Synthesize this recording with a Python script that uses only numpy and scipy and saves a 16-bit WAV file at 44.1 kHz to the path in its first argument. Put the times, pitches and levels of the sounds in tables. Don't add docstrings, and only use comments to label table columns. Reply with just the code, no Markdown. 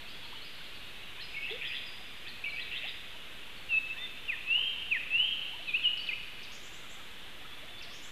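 import sys
import numpy as np
from scipy import signal
from scipy.fft import rfft, irfft
from scipy.io import wavfile

SR = 44100
rng = np.random.default_rng(int(sys.argv[2]) if len(sys.argv) > 2 else 0)


def wrap_up_sound(samples):
    columns = np.atleast_2d(samples).T
    tamed = np.clip(columns, -1, 1)
    steps = np.round(tamed * 32767).astype(np.int16)
    wavfile.write(sys.argv[1], SR, steps)


N = 357651


def thrush(beam_hz=3000, top_hz=3250, dry_db=-1.0, wet_db=-1.5, near_db=-16):
    # t/s, echo send/dB
    turn = [(3.85, -3.5), (4.3, 2)]
    song = whistles(thrush_notes())
    outward = song * envelope(turn)
    beamed = signal.sosfilt(signal.butter(4, beam_hz, "high", fs=SR, output="sos"), outward)
    shaded = signal.sosfilt(signal.butter(3, top_hz, "low", fs=SR, output="sos"), beamed)
    tail = from_db(wet_db) * forest(shaded, build_s=.009, early_db=-7, early_s=.08)
    near = from_db(near_db) * forest(outward, build_s=.035, early_db=-3, early_s=.1)
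    return from_db(dry_db) * song + tail + near


def thrush_notes(slur_attack_s=.021, rise_len_s=.245, rise_attack_s=.049):
    # t/s, length/s, start f/Hz, mid f/Hz, end f/Hz, level/dB, attack/s
    singles = [ (3.690, .102, 2860, 2622, 2650, -22, 0.053), (3.895, 0.04, 2605, 2623, 2700, -32.5, 0.0074),
               (3.940, .130, 1610, 1950, 2030, -37.5, 0.023), (3.968, 0.1, 3400, 3590, 3510, -23, 0.025),
               (5.668, 0.05, 2770, 2510, 2380, -31.5, 0.0065),
               (5.678, 0.038, 4120, 3620, 3400, -24.5, 0.0035),
               (5.726, 0.052, 2310, 2610, 3060, -22.5, 0.023),
               (5.822, .064, 3545, 2976, 2870, -15.5, 0.053), (6.067, .018, 4700, 3620, 3170, -24, .003),
               (6.088, 0.022, 2770, 2455, 2340, -23, 0.0017),
               (6.106, .029, 2270, 2083, 2330, -28.5, 0.0023), (6.131, 0.01, 2330, 2443, 2800, -20, .002)]
    slur_hz = (2896, 2620, 2280, 1930, 1830)
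    rise_hz = (2560, 2745, 3020, 3180, 3130)
    refrains = [(4.279, .070, -24, 4.461, .994, -24.5), (4.904, .074, -20, 5.104, 1.01, -21.5)]
    notes = list(singles)
    for slur_s, length_s, slur_db, rise_s, factor, rise_db in refrains:
        notes.append((slur_s, length_s, *slur_hz, slur_db, slur_attack_s))
        notes.append((rise_s, rise_len_s, *(factor * np.array(rise_hz)), rise_db, rise_attack_s))
    return notes


def whistles(notes, waver_db=3.2, jitter=.0055, release_s=.008, onset_db=-16):
    # f/Hz, gain/dB
    throat = [(1700, -13.5), (2080, -5), (2270, -13), (2440, -2.5), (2720, 0.5), (2890, -1.5), (3080, -5),
              (3250, -15), (4600, -19.5)]
    out = np.zeros(N)
    for start_s, length_s, *glide_hz, db, attack_s in notes:
        t = np.arange(0, length_s, 1 / SR)
        arch_hz = arch(glide_hz, t / length_s)
        pitch_hz = arch_hz * (1 + jitter * flutter(len(t), 316))
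        swell_db = onset_db * np.clip(1 - t / attack_s, 0, 1)
        throat_db = np.interp(arch_hz, *np.transpose(throat))
        level_db = db + swell_db + throat_db + waver_db * flutter(len(t), 112.4)
        gate = np.clip(t / .0016, 0, 1) * np.clip((length_s - t) / release_s, 0, 1)
        add(out, start_s, gate * from_db(level_db) * tone(pitch_hz))
    return out


def scratchy_singer(dry_db=-3.0, wet_db=-4.0):
    # delay/s, length/s, start f/Hz, mid f/Hz, end f/Hz, level/dB, rasp
    up_zip = [(.018, .018, 2780, 3330, 3890, 0, .7), (0, .042, 2320, 2480, 2520, -3.5, .45),
              (.016, .028, 1660, 1860, 1920, -4.5, .35)]
    hook = [(0, .014, 2300, 2580, 2760, 0, .15), (.011, .016, 2700, 2830, 2780, -5.5, .1),
            (.018, .038, 2270, 2260, 2250, -1.5, .1)]
    flick = [(0, .024, 4450, 4180, 3880, -.5, .4)]
    # t/s, first voice's mid f/Hz, level/dB
    zips = [(1.175, 3303, -41.5), (2.248, 3360, -39.5)]
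    hooks = [(1.342, 2526, -32.5), (2.439, 2624, -28)]
    flicks = [(1.208, 4170, -39), (2.281, 4210, -42), (2.489, 4120, -44), (2.612, 3900, -37.5)]
    voices = repeat(up_zip, zips) + repeat(hook, hooks) + repeat(flick, flicks) + rasps()
    song = syllables(voices, buzz_hz=135, swing_hz=150, scatter_hz=190, throb=1.0)
    return from_db(dry_db) * song + from_db(wet_db) * forest(song, build_s=.0018, early_db=6.5, early_s=.12)


def rasps(low_lead_s=.028, low_len_s=.0563, low_db=-8, top_lead_s=.009, top_db=-1.5):
    # t/s, hold/s, held f/Hz, top note length/s, level/dB, rasp
    events = [(1.413, .087, 2610, 0.043, -35, 0.65), (1.606, 0.046, 2474, 0.0427, -34, 0.87),
              (1.696, .05, 2540, 0.0645, -35.5, 0.94), (2.555, 0.049, 2526, 0.019, -34.5, 0.5),
              (2.707, 0.049, 2546, 0.0445, -34.5, 0.87), (2.809, 0.053, 2523, .05, -36.5, 1)]
    held_hz, low_hz, top_hz = (2524, 2588, 2727), (1803, 1990, 1990), (3087, 3380, 3380)
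    voices = []
    for start_s, hold_s, hz, top_len_s, db, rasp in events:
        motif = [(0, hold_s, *held_hz, 0, rasp),
                 (hold_s - low_lead_s, low_len_s, *low_hz, low_db, .67 * rasp),
                 (hold_s - top_lead_s, top_len_s, *top_hz, top_db, 1.52 * rasp)]
        voices += repeat(motif, [(start_s, hz, db)])
    return voices


def squeaker(dry_db=-1.5, wet_db=-2.0):
    # delay/s, length/s, start f/Hz, mid f/Hz, end f/Hz, level/dB, rasp
    run_up = [(.031, .008, 2950, 2650, 2450, 0, .5), (0, .024, 4370, 4440, 4610, -15, .45),
              (.039, .037, 5900, 4550, 3800, -8.5, .65), (.115, .08, 4300, 5100, 5700, -16.5, 1)]
    squeak = [(0, .044, 7050, 7250, 7300, 0, .45), (.034, .03, 7500, 7950, 7200, -3.5, .3),
              (0, .08, 5900, 6350, 6500, -3.5, .9)]
    # t/s, first voice's mid f/Hz, level/dB
    run_ups = [(6.388, 2593, -39.5), (7.779, 2680, -39)]
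    squeaks = [(6.513, 6560, -54.5), (6.622, 7000, -56.5), (6.727, 7280, -58), (6.888, 7280, -57),
               (7.928, 6420, -57), (8.020, 7100, -55)]
    voices = repeat(run_up, run_ups) + repeat(squeak, squeaks)
    song = syllables(voices, buzz_hz=189.5, swing_hz=250, scatter_hz=580, throb=.22)
    return from_db(dry_db) * song + from_db(wet_db) * forest(song, build_s=.0035, early_db=7, early_s=.087)


def small_birds(dry_db=-1.0, wet_db=1.5, pipe_rasp=.2):
    # delay/s, length/s, start f/Hz, mid f/Hz, end f/Hz, level/dB, rasp
    up_chip = [(0, .018, 4230, 4280, 4650, 0, .4)]
    down_chip = [(0, .05, 5150, 4870, 4720, -1, .5)]
    # t/s, mid f/Hz, level/dB
    up_chips = [(.080, 4450, -51), (.242, 4190, -48.5), (0.415, 4300, -48), (.583, 4260, -57)]
    down_chips = [(.085, 4880, -56.5), (.440, 4780, -53), (0.739, 4370, -56), (1.215, 4950, -52),
                  (1.668, 4850, -50.5), (1.855, 4830, -50), (2.524, 4740, -56), (2.873, 4820, -56.5),
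                  (3.558, 4360, -55)]
    # t/s, length/s, f/Hz, level/dB
    pipes = [(0.127, 0.056, 3370, -49.5), (.220, 0.047, 3320, -48), (0.348, 0.033, 2994, -47),
             (0.64, 0.024, 3280, -49), (0.811, 0.035, 3750, -51), (3.697, 0.089, 3750, -51),
             (5.99, 0.028, 4570, -47), (6.855, 0.033, 3680, -71), (7.082, .055, 3660, -69),
             (7.47, 0.085, 3426, -51.5), (7.650, .16, 3500, -55)]
    # t/s, length/s, start f/Hz, mid f/Hz, end f/Hz, level/dB, rasp
    tsip = (5.973, .012, 5900, 4500, 4100, -46, .3)
    voices = repeat(up_chip, up_chips) + repeat(down_chip, down_chips)
    voices += [(start_s, length_s, hz, hz, hz, db, pipe_rasp) for start_s, length_s, hz, db in pipes]
    song = syllables(voices + [tsip], buzz_hz=107, swing_hz=129, scatter_hz=202, throb=.24)
    echo = forest(song, build_s=.0048, early_db=-16, early_s=.086)
    return from_db(dry_db) * song + from_db(wet_db) * echo


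def syllables(voices, buzz_hz, swing_hz, scatter_hz, throb):
    out = np.zeros(N)
    for start_s, length_s, *glide_hz, db, rasp in voices:
        u = np.linspace(0, 1, max(int(length_s * SR), 16))
        buzz = tone(buzz_hz * (1 + .072 * flutter(len(u), 48)))
        pitch_hz = arch(glide_hz, u) + rasp * (swing_hz * buzz + scatter_hz * flutter(len(u), 1513))
        level = signal.windows.tukey(len(u), .4) * (1 + np.clip(throb * rasp, 0, 1) * buzz)
        add(out, start_s, from_db(db) * level * tone(pitch_hz))
    return out


def repeat(motif, events):
    home_hz = motif[0][3]
    return [(start_s + delay_s, length_s, *(np.array(glide_hz) * hz / home_hz), db + voice_db, rasp)
            for start_s, hz, db in events for delay_s, length_s, *glide_hz, voice_db, rasp in motif]


def forest(x, build_s, early_db, early_s, t60_s=1.65):
    t = np.arange(3 * SR // 2) / SR
    paths = rng.standard_normal(len(t))
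    for _ in range(2):
        cells = signal.stft(paths, nperseg=2048)[2]
        paths = signal.istft(cells / (np.abs(cells) + 1e-20))[1][:len(t)]
    fade = from_db(-60 * t / t60_s) + from_db(early_db) * np.exp(-t / early_s)
    echoes = paths * fade * (1 - np.exp(-t / build_s))
    return signal.fftconvolve(x, echoes / np.linalg.norm(echoes))[:N]


def far_chorus():
    # t/s, level/dB
    swells = [(0, -53.5), (.6, -57), (1.2, -50.5), (2.2, -57), (3.1, -55), (3.55, -58), (4.6, -50),
              (5.6, -53), (6.4, -65), (7.1, -104), (8.1, -78)]
    wash = sum(far_birds(count=230, low_hz=2150, high_hz=4400, slur=.106, dull_db=-11) for _ in range(3))
    return rms_one(wash) * envelope(swells)


def far_twitter():
    # t/s, level/dB
    swells = [(0, -59.5), (.9, -63), (1.2, -80), (5.1, -80), (5.38, -66), (5.8, -58), (6.1, -78)]
    wash = far_birds(count=500, low_hz=3600, high_hz=4700, slur=.09, dull_db=-6)
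    return rms_one(wash) * envelope(swells)


def far_birds(count, low_hz, high_hz, slur, dull_db, note_s=.0453):
    song = np.zeros(N)
    u = np.linspace(-1, 1, int(SR * note_s))
    for start_s, (late, pitch, turn, loud) in zip(np.linspace(0, N / SR, count), rng.random((count, 4))):
        hz = low_hz * (high_hz / low_hz) ** pitch * (1 + slur * (2 * turn - 1) * u)
        gain = np.sqrt(np.sin(np.pi * pitch)) * from_db(dull_db * pitch ** 2 + 8 * loud)
        add(song, start_s + .04 * late, gain * np.hanning(len(u)) * tone(hz))
    echo = forest(song, build_s=.004, early_db=13, early_s=.083)
    return np.pad(echo[SR // 2:], (0, SR // 2), mode="wrap")


def brook(count=70, small_db=-61, small_rise=.16, ring_cycles=31, wet_db=-9):
    # t/s, mid f/Hz, rise as a share of f, level/dB
    large = [(.250, 950, 0.13, -52), (.325, 1215, 0.75, -45.5), (.605, 1545, .14, -48.5),
             (1.507, 470, 0.36, -38), (2.834, 765, 0.5, -48), (3.140, 965, .12, -51),
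             (4.573, 1013, 0.75, -49), (5.533, 950, 0.21, -47), (5.590, 700, 0.21, -51),
             (6.839, 1360, .1, -52), (6.994, 1320, .1, -48.5), (7.445, 1330, .2, -49),
             (7.621, 663, 0.37, -52.5), (7.866, 700, 0.11, -54)]
    small = [(when * N / SR, 1750 - 1075 * size, small_rise, small_db + 6 * loud)
             for when, size, loud in rng.random((count, 3))]
    out = np.zeros(N)
    for start_s, hz, rise, db in large + small:
        u = np.linspace(0, 1, int(ring_cycles / hz * SR))
        level = from_db(db) * (1 - np.exp(-14 * u)) * (1 - u ** 2)
        add(out, start_s, level * tone(hz * (1 + rise * (u - .5))))
    return out + from_db(wet_db) * forest(out, build_s=.004, early_db=19, early_s=.04)


def hiss(rms_db=-48.5):
    # f/Hz, relative density/dB
    spectrum = [(20, 1), (60, -4.5), (150, -7), (400, -9), (800, -12.5), (1400, -9.5), (2100, -6.5),
                (2900, -4.5), (3600, -5), (4400, -18), (5400, -24), (8000, -26), (14000, -26.5)]
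    hz, db = np.transpose(spectrum)
    bins_hz = np.maximum(np.fft.rfftfreq(N, 1 / SR), 1)
    colour = from_db(np.interp(np.log(bins_hz), np.log(hz), db))
    return from_db(rms_db) * rms_one(irfft(rfft(rng.standard_normal(N)) * colour, N))


def arch(glide_hz, u):
    knots = np.linspace(0, 1, len(glide_hz))
    return np.polyval(np.polyfit(knots, glide_hz, len(glide_hz) - 1), u)


def tone(hz):
    return np.sin(2 * np.pi * np.cumsum(hz) / SR)


def flutter(size, rate_hz):
    steps = rng.standard_normal(1024)
    return np.interp(np.arange(size) * rate_hz / SR, np.arange(len(steps)), steps)


def envelope(points):
    return from_db(np.interp(np.arange(N) / SR, *np.transpose(points)))


def from_db(db):
    return 10 ** (np.asarray(db) / 20)


def rms_one(x):
    return x / np.sqrt(np.mean(x ** 2) + 1e-20)


def add(track, start_s, sound):
    at = int(np.clip(start_s * SR, 0, N))
    track[at:at + len(sound)] += sound[:N - at]


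def scene():
    background = hiss() + far_chorus() + brook()
    return (background + thrush() + scratchy_singer() + small_birds() + squeaker() + far_twitter())[None]


def record(dry, cutoff_hz=13990, dc_offset=.0057):
    low_pass = signal.firwin(1001, cutoff_hz, fs=SR)
    return signal.fftconvolve(dry, low_pass[None], mode="same", axes=1) + dc_offset


dry = scene()
out = record(dry)
wrap_up_sound(out)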